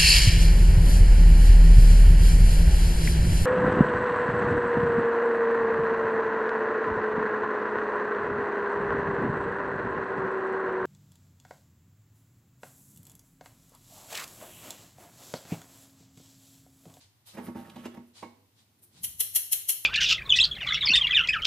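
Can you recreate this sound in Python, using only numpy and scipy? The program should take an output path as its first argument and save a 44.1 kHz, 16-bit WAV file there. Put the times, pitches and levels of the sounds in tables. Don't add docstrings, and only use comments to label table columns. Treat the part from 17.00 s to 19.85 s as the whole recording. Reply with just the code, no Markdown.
import sys
import numpy as np
from scipy import signal
from scipy.fft import rfft, irfft
from scipy.io import wavfile

SR = 44100
rng = np.random.default_rng(int(sys.argv[2]) if len(sys.argv) > 2 else 0)


def pcm_store(signal):
    levels = np.round(np.clip(np.atleast_2d(signal), -1, 1) * 32767)
    wavfile.write(sys.argv[1], SR, levels.astype(np.int16).T)


N = 125685
T = np.arange(N) / SR
BLOW_SAMPLES = SR // 50

# f/Hz, level/dB
FLAT = [(100, 0), (10000, 0)]
# f/Hz, left over right/dB
JAR_SIDE = [(100, -0.5), (220, -1), (400, -3.5), (1200, -8), (2500, -3), (7000, -1.5), (15000, 14.5)]


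def amp(db):
    return 10 ** (np.asarray(db) / 20)


def unit(x):
    return x / np.sqrt(np.sum(x ** 2) + 1e-20)


def read(points, hz):
    f, value = np.transpose(points)
    return np.interp(np.log(hz + 1), np.log(f + 1), value)


def through(x, response):
    return signal.fftconvolve(np.atleast_2d(x), np.atleast_2d(response), axes=1)[:, :N]


def colour(spectrum, side=FLAT, size=4096):
    hz = abs(np.fft.fftfreq(size, 1 / SR))
    level_db = read(spectrum, hz) + np.outer([.5, -.5], read(side, hz))
    log_gain = np.log(amp(level_db))
    response = np.fft.ifft(np.exp(np.conj(signal.hilbert(log_gain)))).real
    return unit(response[:, :size // 2])


def ring(modes):
    t = T[:SR // 2]
    return unit(sum(amp(db) * 1000 ** (-t / t60) * np.sin(2 * np.pi * hz * t) for hz, db, t60 in modes))


def grains(per_s, spread_db):
    size = amp(spread_db * np.minimum(rng.exponential(1, N), 3))
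    return size * rng.choice([-1, 1], N) * (rng.random(N) < per_s / SR)


def swell(s, rise, fall, shape=1):
    return np.exp(-np.maximum((s - T) / rise, (T - s) / fall) ** shape)


def blow(s, length, rattle):
    after = np.arange(N) - round(s * SR)
    rattling = grains(2500, 2.2) * swell(s, length, length) * (after > 0)
    return unit((after == 0) + rattle * unit(rattling))


def push(s):
    fall_s = 0.000285
    force = np.exp(-np.abs(T - s) / fall_s)
    return force / force.sum()


def crunch(s, length):
    cushion_s = 0.009
    t = np.maximum(T - s + cushion_s, 0)
    build_up = 1 - np.exp(-(t / cushion_s) ** 2)
    return unit(grains(6000, 2) * build_up * np.exp(-t / length))


def pair(x):
    # f/Hz, correlation
    alike = [(60, 0.87), (280, .95), (640, 0.39), (1400, 0), (15000, 0)]
    left, right = rfft(x)
    c = np.clip(read(alike, np.fft.rfftfreq(x.shape[1], 1 / SR)), -1, 1)
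    return irfft(np.array([left, c * left + np.sqrt(1 - c ** 2) * right]), x.shape[1])


def kitchen(x):
    # f/Hz, t60/s
    room_t60 = [(100, 0.19), (260, 0.79), (700, 0.51), (2000, 0.52), (4600, 0.59), (12000, 0.41)]
    early_db, early_fall_s, wet_db = -7, 0.024, -5.5
    t = T[:SR // 2]
    shape = (2, len(t))
    hits = rng.random(shape) < 2000 / SR
    early = pair(rng.standard_normal(shape) * hits * np.exp(-t / early_fall_s))
    hz, at, bins = signal.stft(pair(rng.standard_normal(shape)), SR, nperseg=256)
    decay = 1000 ** (-at / read(room_t60, hz)[:, None])
    tail = signal.istft(bins * decay, SR, nperseg=256)[1][:, :len(t)]
    tail = tail * np.minimum(t / 0.004, 1)
    room = amp(early_db) * unit(early) + amp(wet_db) * unit(tail)
    return x + np.sqrt(2) * through(x, room)


def background():
    # f/Hz, level/dB
    floor = [(25, -56), (60, -18.5), (100, 6), (135, -8.5), (220, -11.5), (320, -13), (450, -22),
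             (850, -18), (1300, -22), (4000, -23), (7500, -26.5), (15500, -24.5)]
    floor_db, hum_hz, hum_db = -67, 101, -74
    air = through(pair(rng.standard_normal((2, N))), colour(floor))
    hum = np.sin(2 * np.pi * hum_hz * T)
    return np.sqrt(2) * (amp(floor_db) * air + amp(hum_db) * hum)


def bumps():
    # t/s, level/dB, rise/s, fall/s, f/Hz
    rows = [(0.046, -63, 0.0084, 0.011, 98), (1.96, -57.5, 0.15, 0.032, 242),
            (2.029, -48.5, 0.028, 0.047, 138), (2.085, -51, .025, 0.05, 85),
            (2.18, -55.5, 0.014, 0.039, 100)]
    ratio = 1.43
    out = np.zeros(N)
    for s, db, rise, fall, hz in rows:
        band = signal.butter(2, [hz / ratio, hz * ratio], "bandpass", fs=SR, output="sos")
        noise = signal.sosfilt(band, rng.standard_normal(N))
        out += amp(db) * unit(noise * swell(s, rise, fall, 0.59))
    return out / np.sqrt(2)


def rubs(rows, spectrum, per_s, spread_db):
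    def strokes():
        return sum(amp(db) * unit(grains(per_s, spread_db) * swell(s, rise, fall, 2.07))
                   for s, db, rise, fall in rows)
    return through(pair(np.array([strokes(), strokes()])), colour(spectrum))


def brushing():
    # t/s, level/dB, rise/s, fall/s
    rows = [(.015, -54.5, 0.016, 0.045), (.285, -47.5, 0.021, 0.055), (1.176, -47, 0.028, 0.057),
            (1.595, -59.5, 0.034, 0.037), (1.985, -53, 0.05, 0.025)]
    # f/Hz, level/dB
    cloth = [(60, -30), (300, -22), (800, -8.5), (1400, -12.5), (2500, -10), (4000, -3), (6000, -9.5),
             (9000, -9.5), (15000, -32.5)]
    return rubs(rows, cloth, 12000, 7.5)


def sliding():
    # t/s, level/dB, rise/s, fall/s
    rows = [(.275, -51, 0.013, 0.019), (.345, -59.5, 0.026, 0.016), (.462, -51, 0.033, 0.005),
            (1.09, -67, 0.026, 0.004), (1.792, -69, 0.0064, 0.012), (1.836, -52, 0.013, .015)]
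    # f/Hz, level/dB
    powder = [(1500, -9), (4000, -3), (7000, -1), (9500, 11.5), (12500, 10.5), (15500, 4)]
    return rubs(rows, powder, 6000, 2.6)


def digging():
    # t/s, level/dB
    curve = [(.30, -92), (.35, -47.5), (.39, -58), (.42, -54.5), (.475, -44), (.52, -70), (.57, -45.5),
             (.63, -52.5), (.67, -52.5), (.73, -55), (.78, -53.5), (.82, -54.5), (.86, -43), (.90, -89),
             (.95, -50), (1.0, -86), (1.10, -92)]
    level = amp(np.interp(T, *np.transpose(curve), left=-120, right=-120))
    return unit(grains(1200, 1.5)) * np.sqrt(N / BLOW_SAMPLES) * level


def squeaks():
    # t/s, f/Hz, level/dB, length/s
    rows = [(0.656, 1795, -57, 0.0089)]
    waver = np.cumsum(0.054 * rng.standard_normal(N))
    return sum(amp(db) * unit(swell(s, length, length, 2) * np.sin(2 * np.pi * hz * T + waver))
               for s, hz, db, length in rows)


def rasps():
    # t/s, level/dB, rise/s, fall/s, pitch/Hz
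    rows = [(0.7, -54, 0.0043, 0.0056, 3800), (.762, -54.5, .003, 0.009, 3300),
            (.792, -55, 0.022, 0.031, 3300), (0.862, -45.5, 0.017, 0.011, 2800),
            (.972, -67, 0.0034, 0.013, 2520)]
    # multiple of the pitch, level/dB
    tone = [(.25, -10), (.65, 8.5), (1, 10), (1.45, -2), (2.4, -3.5), (4.5, -18)]
    out = np.zeros((2, N))
    for s, db, rise, fall, hz in rows:
        slips = amp(db) * unit(grains(2500, 1.5) * swell(s, rise, fall, 1.7))
        out += through(slips, colour([(hz * k, level) for k, level in tone], JAR_SIDE))
    return out


def jar():
    # t/s, thump/dB, clack/dB, length/s, glass ring/dB
    knocks = [(0.375, -36.5, -41.5, 0.009, -58), (0.383, -36, -37.5, .012, -69),
              (0.481, -30, -45, 0.015, -63), (0.554, -31, -47.5, 0.014, -65), (0.762, -38, -48, 0.013, -58),
              (0.862, -40, -39.5, 0.004, -52.5), (0.976, -36.5, -50.5, 0.0043, -58),
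              (1.230, -38.5, -40, 0.01, -41.5)]
    # f/Hz, level/dB, t60/s
    jar_modes = [(96.3, -9, 0.17), (154, -6.5, 0.11), (213.8, 8.5, 0.077), (238.1, -1.5, 0.3),
                 (278.6, -3, 0.12), (339.7, -2.5, 0.19), (379, -3, 0.029), (601.6, -6, 0.084),
                 (655, -16, 0.26), (798, -2, 0.12), (919.7, -3, 0.14), (1119, -14, 0.21)]
    # f/Hz, level/dB, t60/s
    glass_modes = [(784, 4, 0.11), (915, 8.5, 0.14), (1048, 5, 0.053), (1093, 5.5, 0.15), (2160, -4, 0.23),
                   (2200, -5, 0.29), (2810, -9.5, 0.13), (4080, -13, 0.31)]
    # f/Hz, level/dB
    clack_tone = [(60, -60), (160, 4.5), (380, 3), (680, -4.5), (950, 0.5), (1150, -12.5), (1300, -10),
                  (2200, -12), (4000, -26.5), (8000, -31), (15000, -39)]
    # f/Hz, level/dB
    crunch_tone = [(80, 1.5), (250, 3), (950, -9), (1300, -4.5), (1800, -11), (3000, -16.5), (7000, -25),
                   (12000, -21), (15500, -36)]
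    dig_body_db, body_room_db, build_s, low_cut_hz = 2, -9.5, 0.0039, 78
    thump = sum(amp(db) * push(s) for s, db, _, _, _ in knocks)
    clack = sum(amp(db) * crunch(s, length) for s, _, db, length, _ in knocks)
    clink = sum(amp(db) * blow(s, length, 0.19) for s, _, _, length, db in knocks)
    dig = digging()
    counter = unit(ring(jar_modes) * (1 - np.exp(-T[:SR // 2] / build_s)))
    body = through(thump + amp(dig_body_db) * dig, counter)
    body = body + through(clink, ring(glass_modes)) + squeaks()
    body = through(body, colour(FLAT, JAR_SIDE))
    grit = through(clack, colour(clack_tone, JAR_SIDE)) + through(dig, colour(crunch_tone, JAR_SIDE))
    grit = grit + rasps()
    sound = body + kitchen(grit + amp(body_room_db) * body)
    low_cut = signal.butter(2, low_cut_hz, "highpass", fs=SR, output="sos")
    return signal.sosfilt(low_cut, sound)


def sieve(count=3):
    # t/s, chatter/dB, rise/s, fall/s, rim knock/dB, left over right/dB
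    taps = [(2.045, -25.5, 0.0076, 0.0089, -39, 2), (2.208, -19.5, 0.0078, 0.0057, -35, 3),
            (2.363, -17, 0.01, .011, -33.5, 3.5), (2.531, -17.5, 0.0088, 0.0057, -33.5, 3.5),
            (2.695, -18, 0.0076, 0.014, -33.5, 3), (2.862, -24, 0.0086, 0.014, -19, -1)]
    # f/Hz, level/dB
    mesh = [(150, -49), (450, -34), (1100, -32), (1950, -21), (2450, -25.5), (2750, -13), (3250, -10),
            (3650, -24.5), (4100, -12), (4550, -16), (4950, -32), (5400, -11.5), (8300, -13), (10400, -1),
            (11900, -0.5), (13800, -8.5), (15500, -11.5)]
    # f/Hz, left over right/dB
    mesh_side = [(200, -7.5), (1500, -6), (3200, -4), (7000, -5), (9500, -1.5), (12000, 1.5), (15000, 2)]
    # f/Hz, level/dB, t60/s
    sieve_modes = [(2838, 3.5, 0.07), (3000, 0, 0.047), (4220, -3, .08), (6990, -25, .08),
                   (9540, -5, 0.094), (10170, 8.5, 0.14), (11000, -11, 0.14), (10140, -6, 0.086),
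                   (11204, -18, .12), (11800, -15, .1), (11100, -2, .1), (13600, -5, 0.15)]
    # f/Hz, level/dB
    rim = [(30, -35), (130, -27), (430, -12), (1100, -29.5), (2000, -11), (3100, 2.5), (3700, -5),
           (4300, -31), (5000, -33), (6000, -14), (15000, -5.5)]
    graze_db, graze_s = -26.5, 0.028
    rattle_db, rattle_s = -20.5, 0.03
    ring_db, rim_fall_s = -18, 0.0048
    chatter = np.zeros((2, N))
    for _ in range(count):
        contacts, loose = grains(1400, 3.5), grains(160, 2.2)
        bursts = np.zeros((2, N))
        for s, db, rise, fall, _, side_db in taps:
            stroke = swell(s, rise, fall, 1.5) + amp(graze_db) * swell(s, graze_s, graze_s, 1.4)
            after = swell(s, rattle_s, rattle_s) * (T > s + fall)
            tap = stroke.max() * unit(contacts * stroke) + amp(rattle_db) * unit(loose * after)
            bursts += amp(db + np.array([[.5], [-.5]]) * side_db) * tap
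        lag = rng.integers(4, 24)
        spaced = np.array([bursts[0], np.roll(bursts[1], lag)]) * (T > lag / SR)
        chatter += kitchen(spaced) / np.sqrt(count)
    wire = through(chatter, colour(mesh, mesh_side))
    ringing = amp(ring_db) * through(chatter, ring(sieve_modes))
    knock = sum(amp(db) * blow(s, rim_fall_s, 6.6) for s, _, _, _, db, _ in taps)
    return wire + ringing + kitchen(through(knock, colour(rim, mesh_side)))


def scene():
    soft = kitchen(sliding() + brushing())
    events = sieve() + jar() + bumps() + soft
    return np.sqrt(BLOW_SAMPLES) * events + background()


def record(dry):
    edge_hz = 15520
    low_pass = signal.firwin(511, edge_hz, window=("kaiser", 9), fs=SR)
    return signal.oaconvolve(dry, low_pass[None], "same")


dry = scene()
out = record(dry)
pcm_store(out)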